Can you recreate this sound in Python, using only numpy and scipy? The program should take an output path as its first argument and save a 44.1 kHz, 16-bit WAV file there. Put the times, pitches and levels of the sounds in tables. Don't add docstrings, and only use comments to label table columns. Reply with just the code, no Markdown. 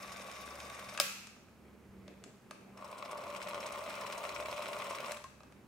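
import sys
import numpy as np
from scipy import signal
from scipy.fft import rfft, irfft
from scipy.io import wavfile

SR = 44100
rng = np.random.default_rng(int(sys.argv[2]) if len(sys.argv) > 2 else 0)


def bounce(signal):
    frames = np.transpose(np.atleast_2d(signal))
    limited = np.clip(frames, -1, 1)
    pcm = np.round(limited * 32767).astype(np.int16)
    wavfile.write(sys.argv[1], SR, pcm)


N = 250047
TIME, HZ = np.arange(N) / SR, np.fft.rfftfreq(4096, 1 / SR)


# (frequency [Hz], level [dB])
AIR_COLOUR = [(20, 0.5), (35, -15), (50, -13), (70, -8.5), (100, -5), (130, -0.5), (165, -8), (215, 1.5),
              (280, -8.5), (450, -10.5), (700, -14.5), (1300, -17), (1900, -24), (2400, -25), (3500, -30.5),
              (8000, -34.5), (15800, -38)]
AIR_DB = -60
# (frequency [Hz], middle level [dB])
HUM_TONES = [(69.5, -71), (195, -65.5)]
# (frequency [Hz], t60 [s])
ROOM_DECAY = [(200, .4), (560, 0.99), (800, 0.72), (2100, 0.81), (2620, 0.84), (3100, 0.73), (6000, 0.78),
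              (10000, 0.59), (15000, 0.54)]

# (frequency [Hz], side minus mid [dB])
STEREO_WIDTH = [(100, -17), (300, -6.5), (600, -13), (1100, -11.5), (2300, -3), (5000, -7.5), (15000, -8)]
# (frequency [Hz], left minus right [dB])
STEREO_LEAN = [(200, 2), (600, -0.5), (1200, 1.5), (2500, 2), (5000, 0.5), (8400, 4.5), (15000, 5.5)]

# (start [s], length [s], level [dB])
RUMBLE_SWELLS = [(0, 0.27, -67), (1.87, 0.215, -60)]
# (frequency [Hz], width [Hz], level [dB])
RUMBLE_MODES = [(74, 21, 0)]
# (start [s], length [s], level [dB], highest frequency [Hz])
GRIP_RUBS = [(1.333, 0.3, -82, 308), (1.572, 0.32, -61, 515), (1.818, 0.48, -61.5, 543),
             (2.06, 0.088, -61.5, 725), (2.207, 0.15, -58.5, 710), (2.401, 0.25, -62.5, 493),
             (2.582, 0.22, -61, 870), (5.399, .4, -63.5, 380)]
# (frequency [Hz], level [dB])
RUB_COLOUR = [(60, -20), (130, -6), (220, -2), (400, 3), (520, -0.5), (700, 0), (1100, -3), (16000, -40)]
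# (frequency [Hz], level [dB])
SKIN_COLOUR = [(600, -27), (1100, -16), (1700, -3), (2300, 0), (3500, -17), (8000, -27), (16000, -30)]
SKIN_DB = -12

# (frequency [Hz], level [dB])
FRONT_SPECTRUM = [(150, -50), (250, -16.5), (467, -10.5), (585, -3), (967, -12.5), (1130, -8.5),
                  (1780, -13.5), (2430, -8.5), (3320, -17.5), (3680, -17), (4530, -18.5), (5580, -15.5),
                  (11400, -21.5), (15800, -29)]
# (frequency [Hz], width [Hz], level [dB])
FRONT_RESONANCES = [(598, 40, -3.5), (1133, 50, 3.5), (1540, 75, -11.5), (2270, 350, -10),
                    (3680, 150, -6.5), (4800, 61, -13), (5500, 240, -13.5), (6440, 120, -14),
                    (8700, 60, -14.5), (11100, 180, -23)]
# (frequency [Hz], level [dB])
FLANK_SPECTRUM = [(200, -21), (400, -12.5), (450, -12.5), (520, -7.5), (670, -3.5), (770, -13.5), (920, -5),
                  (1250, -10.5), (1650, -22), (2400, -13), (3400, -21), (4500, -26.5), (7500, -29),
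                  (13500, -37.5), (15800, -35)]
# (frequency [Hz], width [Hz], level [dB])
FLANK_RESONANCES = [(402, 14, -9.5), (585.6, 28.7, 7.5), (1110, 83, 2), (1424, 39, -8), (2080, 220, -20.5),
                    (4007, 85, -17), (5500, 230, -26.5), (8020, 360, -25), (9500, 120, -28),
                    (11050, 180, -32), (15200, 180, -34)]
# (frequency [Hz], level [dB])
CLAW_SPECTRUM = [(300, -21.5), (1000, 7), (2500, 2), (4500, 3.5), (8000, -1.5), (12500, -8), (14000, -10),
                 (16000, -16)]
# (frequency [Hz], width [Hz], level [dB])
CLAW_RESONANCES = [(5420, 260, 3), (8400, 320, -0.5), (11200, 350, -6)]
PART_HZ = [2057, 2920, 4025, 5560, 8270, 11600, 14800]

# (start [s], starting speed [frames/s], full speed [frames/s])
MOTOR_RUNS = [(-.025, 20.85, 20.85), (2.70, 13.72, 18.955)]
SPIN_UP_S = .979
STOPPED_S, RELEASED_S = 0.97, 5.11
STOPPED_FALL_DB_PER_S, RATTLE_FALL_DB_PER_S, WHIRR_FALL_DB_PER_S = 898, 156, 135
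CATCH_S, SWELL_S, RATTLE_SWELL_DB, WHIRR_SWELL_DB = 0.094, 0.45, 8.5, 17
CLAW_FOLLOW = 2 / 3
MESH_DB, MESH_SLIP_FRAMES, MESH_UNEVEN_DB = 2, 0.035, 1.0
TOOTH_T60_S, TEETH_TOP_HZ = 0.015, 5470

# (time [s], tick level [dB], tick's brightest frequency [Hz],
# knock level [dB], knock's strongest frequency [Hz], left minus right of the tick [dB])
SMALL_CLICKS = [(.102, -52, 8000, -39, 2000, -2), (0.12, -40, 7050, -30, 1500, -3),
                (.314, -40, 8000, -42, 1210, 0), (.602, -37.5, 5000, -28, 2200, 2),
                (0.7, -42, 5700, -30, 2000, 0), (.793, -41, 5700, -40, 2000, 5),
                (.949, -40.5, 2700, -31, 2600, 5), (.9757, -30.5, 6600, -14.5, 2300, 6),
                (.987, -60, 3000, -17, 1350, -1), (.9912, -56, 3000, -17.5, 1300, -1),
                (1.27, -42.5, 8020, -33, 1500, 3), (1.364, -72, 3500, -39, 1300, -1),
                (1.484, -66, 5970, -41, 2000, 2), (2.0794, -45.5, 4470, -28.5, 550, 4),
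                (2.2391, -41, 7500, -32.5, 900, 2.5), (2.5097, -38.5, 8100, -20.5, 1030, 2),
                (2.773, -53, 6000, -32, 1010, 2), (5.119, -32.5, 12500, -36, 1090, 3.5),
                (5.170, -40.5, 4200, -25, 1100, -2), (5.2408, -44, 9500, -26.5, 1090, 9),
                (5.298, -63, 10000, -37, 1000, 2), (5.4045, -54, 4970, -29.5, 890, 1),
                (5.4329, -54, 6000, -32, 900, 3), (5.523, -56, 6500, -38, 910, 8)]
# (frequency [Hz], level [dB])
TICK_COLOUR = [(500, -37), (1500, -0.5), (3000, -3), (5000, -4.5), (7000, -4.5), (10000, -4.5),
               (13000, -15), (16000, -22)]
TICK_T60_S, TICK_Q = 0.023, 1
# (frequency [Hz], width [Hz], level [dB])
KNOCK_RESONANCES = [(360, 130, -4), (585, 44, 9.5), (880, 200, -4.5), (1210, 106, 4), (1615, 75, 1.5),
                    (2600, 300, -0.5)]
KNOCK_Q, KNOCK_DELAY_S = 1.2, 0.00149
# (frequency [Hz], level [dB], t60 [s])
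RINGING_PARTS = [(504, -4, 0.41), (568, 4.5, 0.27), (1137, 0, 0.42), (1300, -5, 0.8), (1380, -8, 0.79),
                 (1630, -3, 0.46), (2340, -13, .9), (2450, -4, 0.7), (2570, -4.5, 0.69), (2623, -4.5, 0.88),
                 (3198, 1.5, 0.28), (3815, -6, 0.36), (4900, -7, .45), (7800, -13.5, .42), (12400, -8, .35),
                 (12860, -11, .35)]

# (time [s], level [dB], t60 [s])
LATCH_HITS = [(1.0, -14, 0.0085), (1.0015, -24.5, 0.024), (1.0085, -38, 0.02), (1.011, -33.5, 0.027),
              (1.014, -34, 0.025), (1.0445, -37, 0.012)]
# (frequency [Hz], level [dB])
LATCH_DIRECT = [(180, -39), (340, -16), (550, -14), (850, -9), (1150, -8.5), (1900, -5), (2560, 0),
                (3200, -4.5), (3750, -0.5), (4300, -6), (5200, 3.5), (6200, -8), (7500, -5), (12500, -11),
                (15800, -10)]
# (frequency [Hz], level [dB])
LATCH_TO_ROOM = [(200, -33), (440, -6), (545, -21), (680, -11), (880, -5.5), (1180, -4), (1800, -5.5),
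                 (2560, 1), (3200, -5), (3800, -4), (7500, -5.5), (9500, -10.5), (12500, -8.5),
                 (15800, -18)]

# (time [s], snap level [dB], thud level of the case [dB])
TOOTH_CATCHES = [(2.843, -45, -19), (2.927, -29, -17), (3.024, -20.5, -28), (3.057, -26.5, -42),
                 (3.13, -29, -11), (3.171, -34, -28), (3.24, -32, -39), (3.311, -31, -22),
                 (3.3485, -21, -23), (3.3615, -22.5, -24), (3.4013, -28, -39), (3.4158, -19.5, -21),
                 (3.4711, -19, -14), (3.4838, -22, -27), (3.5088, -20, -17), (3.532, -23, -15),
                 (3.544, -20, -11.5), (3.577, -24, -13), (3.6274, -24, -22), (3.6737, -23, -17),
                 (3.888, -28, -19), (3.903, -22, -20), (3.940, -20.5, -23), (4.011, -26, -31),
                 (4.036, -25, -21), (4.0633, -20.5, -35), (4.1242, -20, -22), (4.182, -37, -16.5),
                 (4.2374, -20, -17), (4.2505, -17, -14), (4.291, -19, -15), (4.4, -20.5, -13.5),
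                 (4.4237, -21, -25), (4.458, -19.5, -33), (4.484, -22.5, -10.5), (4.526, -20, -11),
                 (4.5775, -21.5, -43), (4.604, -24, -38), (4.6205, -19.5, -29), (4.6565, -18.5, -21),
                 (4.686, -25, -11), (4.729, -19.5, -26), (4.7987, -21, -16), (4.820, -19, -18),
                 (4.908, -26, -11), (4.947, -21.5, -36), (4.9838, -21, -26), (5.0024, -26, -26),
                 (5.0438, -20, -14)]
SNAP_T60_S, CATCH_LEAN_DB = 0.02, 1

SETTLE_S, SETTLE_HZ, SETTLE_DB, SETTLE_T60_S = 5.244, 1071, -40, 0.082
EDGE_HZ = 15850


def gain_of(db):
    return 10 ** (np.asarray(db) / 20)


def evened(x):
    return x / np.sqrt(np.mean(x ** 2) + 1e-20)


def read(points, hz=HZ):
    f, value = np.transpose(points)
    return np.interp(np.log(hz + 1), np.log(f + 1), value)


def wander(hz):
    rates = np.fft.rfftfreq(N, 1 / SR)
    spectrum = rfft(rng.standard_normal(N))
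    return evened(irfft(spectrum / (1 + (rates / hz) ** 4), N))


def arch(start, length):
    return np.sqrt(np.sin(np.pi * np.clip((TIME - start) / length, 0, 1)) + 1e-20)


def dying(s, t60):
    return (TIME >= s) * gain_of(-60 * np.clip((TIME - s) / t60, 0, 3))


def add(mix, s, sound):
    part = mix[..., round(s * SR):][..., :sound.shape[-1]]
    part += sound[..., :part.shape[-1]]


def peaks(modes):
    return np.sqrt(sum((gain_of(db) / (1 + ((HZ - hz) / width) ** 2)) ** 2 for hz, width, db in modes))


def tint(x, gain):
    log_gain = np.log(np.maximum(gain, 1e-5))
    circle = np.concatenate([log_gain, log_gain[-2:0:-1]])
    response = np.fft.ifft(np.exp(np.conj(signal.hilbert(circle)))).real
    return signal.oaconvolve(x, response)[:len(x)]


def radiate(force, colour):
    colour = evened(colour)
    mid = tint(force * rng.standard_normal(len(force)), colour)
    side = tint(force * rng.standard_normal(len(force)), colour * gain_of(read(STEREO_WIDTH)))
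    return np.array([mid + side, mid - side])


def impacts(per_s, spread_db):
    hardness = gain_of(spread_db * np.minimum(rng.exponential(1, N), 4))
    return evened((rng.random(N) < per_s / SR) * hardness)


def train(hits):
    force = np.zeros(N)
    for s, db in hits:
        force[round(s * SR)] += gain_of(db)
    return force


def blows(hits, colour):
    return tint(train(hits), evened(colour))


def room(x, early_db, tail_db):
    t = TIME[:SR]
    hz, when, z = signal.stft(rng.standard_normal((2, SR)), SR, nperseg=256)
    fade = gain_of(-60 * when / read(ROOM_DECAY, hz)[:, None])
    tail = signal.istft(z * fade, SR, nperseg=256)[1][:, :SR]
    tail = tail * np.clip((t - .008) / 0.011, 0, 1)
    early = rng.standard_normal((2, SR)) * (t > .008) * np.exp(-t / 0.0059)
    echo = (gain_of(early_db) * evened(early) + gain_of(tail_db) * evened(tail)) / np.sqrt(SR)
    wet = signal.fftconvolve(x, echo, axes=1)[:, :N]
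    return signal.lfilter(*signal.butter(1, 700, "high", fs=SR), wet)


def background():
    hum = 0
    for hz, db in HUM_TONES:
        level = gain_of(db + 4.9 * wander(1.56))
        hum = hum + level * np.sin(2 * np.pi * hz * TIME + 0.84 * wander(3.2))
    air = gain_of(AIR_DB) * radiate(np.ones(N), gain_of(read(AIR_COLOUR)))
    return (air + hum) * gain_of([[-.8], [.8]])


def rumble():
    force = sum(gain_of(db) * arch(s, length) for s, length, db in RUMBLE_SWELLS)
    return radiate(force, peaks(RUMBLE_MODES))


def travel(start, slow, full):
    age = np.maximum(TIME - start, 0)
    return full * age - (full - slow) * SPIN_UP_S * (1 - np.exp(-age / SPIN_UP_S))


def release(s, db_per_s):
    return gain_of(-np.minimum(db_per_s * np.maximum(TIME - s, 0), 200))


def clatter(force, colour, per_s, spread_db, uneven_db):
    colour, sound = evened(colour), 0
    for share in np.eye(len(PART_HZ)):
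        part = colour * np.sqrt(read(list(zip(PART_HZ, share))))
        strikes = force * impacts(per_s, spread_db) * gain_of(uneven_db * wander(50))
        sound = sound + np.sqrt(np.mean(part ** 2)) * radiate(strikes, part)
    return sound


def chatter(force, t60):
    t = TIME[:2048]
    fade = gain_of(-60 * t / t60) * np.minimum(t / .0018, 1)
    return signal.oaconvolve(force, fade / np.linalg.norm(fade))[:N]


def tooth_colour(case):
    return case / np.sqrt((1 + (1500 / (HZ + 1)) ** 6) * (1 + (HZ / TEETH_TOP_HZ) ** 4))


def throb(frames):
    turns = frames + MESH_SLIP_FRAMES * wander(2)
    beat = (3 * np.maximum(turns, 0)).astype(int)
    ripple = np.cos(2 * np.pi * 3 * turns) / 2 + np.cos(2 * np.pi * 9 * turns)
    uneven = rng.standard_normal(N)[beat]
    return evened(gain_of(MESH_DB * ripple + MESH_UNEVEN_DB * uneven))


def motor(drive, whirr, frames, case, claw_db, stroke, return_db, lurch_db, hard_db, jolt_db, teeth_db):
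    phase, frame = frames % 1, frames.astype(int)
    hard, long = rng.standard_normal((frame.max() + 1, 2))[frame].T
    age = phase / (stroke * np.exp(0.28 * long))
    pull = gain_of(hard_db * hard) * (age * np.exp(1 - age)) ** 2
    back = gain_of(return_db) * np.exp(-((phase - .5) % 1) / 0.081)
    claw_drive = drive ** CLAW_FOLLOW * whirr ** (1 - CLAW_FOLLOW)
    claw_force = claw_drive * gain_of(claw_db) * (pull + back)
    claw_colour = gain_of(read(CLAW_SPECTRUM)) + peaks(CLAW_RESONANCES)
    claw = clatter(claw_force, claw_colour, per_s=5000, spread_db=2.1, uneven_db=3.0)

    strain = gain_of(jolt_db * pull + lurch_db * wander(76))
    load = strain * gain_of(2.0 * np.cos(4 * 2 * np.pi * frames))
    soft = 1 / (1 + (HZ / 1700) ** 6)
    gears = radiate(drive * load * impacts(5000, 0.94), case * np.sqrt(soft))
    small_force = gain_of(-2) * whirr * strain * throb(frames)
    gears += clatter(small_force, case * np.sqrt(1 - soft), per_s=3000, spread_db=1.5, uneven_db=2.0)

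    teeth = evened(chatter(impacts(170, 1.0), TOOTH_T60_S))
    gears += radiate(gain_of(teeth_db) * whirr * teeth, tooth_colour(case))
    left, right = gears + claw
    lean_db = read(STEREO_LEAN) / 2
    return np.array([tint(left, gain_of(lean_db)), tint(right, gain_of(-lean_db))])


def first_run():
    front = gain_of(read(FRONT_SPECTRUM)) + gain_of(-3) * peaks(FRONT_RESONANCES)
    on = release(STOPPED_S, STOPPED_FALL_DB_PER_S)
    return motor(gain_of(-51.0) * on, gain_of(-56.0) * on, travel(*MOTOR_RUNS[0]), front,
                 claw_db=-0.4, stroke=0.098, return_db=-12.5, lurch_db=0.16,
                 hard_db=1.3, jolt_db=-1.0, teeth_db=-4.5)


def knock_colour(hz):
    reach = abs(1 + 1j * KNOCK_Q * (HZ / hz - hz / (HZ + 1)))
    no_bass = 1 + (260 / (HZ + 1)) ** 4
    dull = 1 + (HZ / 3600) ** 4
    return peaks(KNOCK_RESONANCES) / reach / no_bass / dull


def springs(centre_hz, reach_hz):
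    t = TIME[:SR]
    sound = 0
    for hz, db, t60 in RINGING_PARTS:
        size = gain_of(db) / (1 + ((hz - centre_hz) / reach_hz) ** 2)
        start = rng.random() + .25 * rng.random((2, 1))
        sound = sound + size * gain_of(-60 * t / t60) * np.sin(2 * np.pi * (hz * t + start))
    return sound


def taps():
    ticks, rings = np.zeros((2, 2, N))
    knocks, blow = np.zeros((1, N)), signal.unit_impulse(4096)
    fade = gain_of(-60 * TIME[:4096] / TICK_T60_S)
    ring = springs(centre_hz=2600, reach_hz=250)
    for s, tick_db, hz, knock_db, knock_hz, pan_db in SMALL_CLICKS:
        contact = 1 / abs(1 - (HZ / hz) ** 2 + 1j * HZ / (hz * TICK_Q))
        tick = gain_of(tick_db - 5.5) * radiate(fade, gain_of(read(TICK_COLOUR)) * contact)
        add(ticks, s, tick * gain_of([[pan_db / 2], [-pan_db / 2]]))
        knock = tint(blow, evened(knock_colour(knock_hz)))
        add(knocks, s + KNOCK_DELAY_S, gain_of(knock_db) * knock)
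        add(rings, s, gain_of(0.77 * knock_db - 49.0) * ring)
    echoes = room(ticks, early_db=-11.0, tail_db=-4.5) + room(knocks, early_db=-9, tail_db=-4.0)
    return ticks + knocks + rings + echoes


def latch():
    s = LATCH_HITS[0][0]
    force = sum(gain_of(db) * dying(at, t60) for at, db, t60 in LATCH_HITS)
    colour = gain_of(read(LATCH_DIRECT))
    crack = gain_of(-2.5) * radiate(force, colour) + blows([(s, -6)], colour)
    crack = crack * gain_of([[2], [-2]])
    knock = blows([(LATCH_HITS[1][0], -6.0)], knock_colour(hz=1110))
    into_room = blows([(s, 2.0)], gain_of(read(LATCH_TO_ROOM)))
    sound = crack + knock + room(into_room[None], early_db=-10.5, tail_db=-5.0)
    add(sound, s, gain_of(-46.0) * springs(centre_hz=3000, reach_hz=11000))
    return sound


def hands():
    grain = impacts(2500, 2.4) * gain_of(1.7 * wander(22) - 1.5)
    sound = np.zeros((2, N))
    for s, length, db, hz in GRIP_RUBS:
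        force = gain_of(db) * arch(s, length) * grain
        force = force[round(s * SR):][:round(length * SR) + 2048]
        dull = evened(gain_of(read(RUB_COLOUR)) / (1 + (HZ / hz) ** 8))
        hiss = gain_of(SKIN_DB) * evened(gain_of(read(SKIN_COLOUR)))
        add(sound, s, radiate(force, dull + hiss))
    return sound


def swell(start, depth_db):
    age = np.maximum(TIME - start, 0)
    return np.minimum(age / CATCH_S, 1) ** 2 * gain_of(-depth_db * np.exp(-age / SWELL_S))


def flank_colour():
    return gain_of(read(FLANK_SPECTRUM)) + gain_of(-5.5) * peaks(FLANK_RESONANCES)


def second_run():
    start = MOTOR_RUNS[1][0]
    drive = swell(start, RATTLE_SWELL_DB) * release(RELEASED_S, RATTLE_FALL_DB_PER_S)
    whirr = swell(start, WHIRR_SWELL_DB) * release(RELEASED_S, WHIRR_FALL_DB_PER_S)
    return motor(gain_of(-45.0) * drive, gain_of(-50.5) * whirr, travel(*MOTOR_RUNS[1]), flank_colour(),
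                 claw_db=-1.6, stroke=0.074, return_db=-11.0, lurch_db=0.84,
                 hard_db=0.85, jolt_db=0.0, teeth_db=-3.5)


def catches():
    soft = 1 / (1 + (HZ / 1400) ** 6)
    snap_force = chatter(train([(s, db) for s, db, _ in TOOTH_CATCHES]), SNAP_T60_S)
    snap = radiate(snap_force, tooth_colour(flank_colour()))
    thud_hits = [(s + 0.0012, db) for s, _, db in TOOTH_CATCHES]
    thud = gain_of(-4.0) * blows(thud_hits, flank_colour() * np.sqrt(soft))
    return (snap + thud) * gain_of([[CATCH_LEAN_DB / 2], [-CATCH_LEAN_DB / 2]])


def settle():
    tone = np.sin(2 * np.pi * SETTLE_HZ * (TIME - SETTLE_S))
    return gain_of(SETTLE_DB) * dying(SETTLE_S, SETTLE_T60_S) * tone


def scene():
    running = first_run() + second_run() + catches()
    running = running + room(running, early_db=-9.0, tail_db=-21.0)
    return background() + rumble() + running + taps() + latch() + hands() + settle()


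def record(dry):
    lag_s = .5 / SR
    delay = np.exp(-2j * np.pi * np.fft.rfftfreq(N, 1 / SR) * lag_s)
    right = irfft(rfft(dry[1]) * delay, N)
    thinned = signal.lfilter(*signal.butter(2, 52, "high", fs=SR), [dry[0], right])
    band_limit = signal.firwin(511, EDGE_HZ, window=("kaiser", 9), fs=SR)
    return signal.oaconvolve(thinned, band_limit[None], "same")


dry = scene()
out = record(dry)
bounce(out)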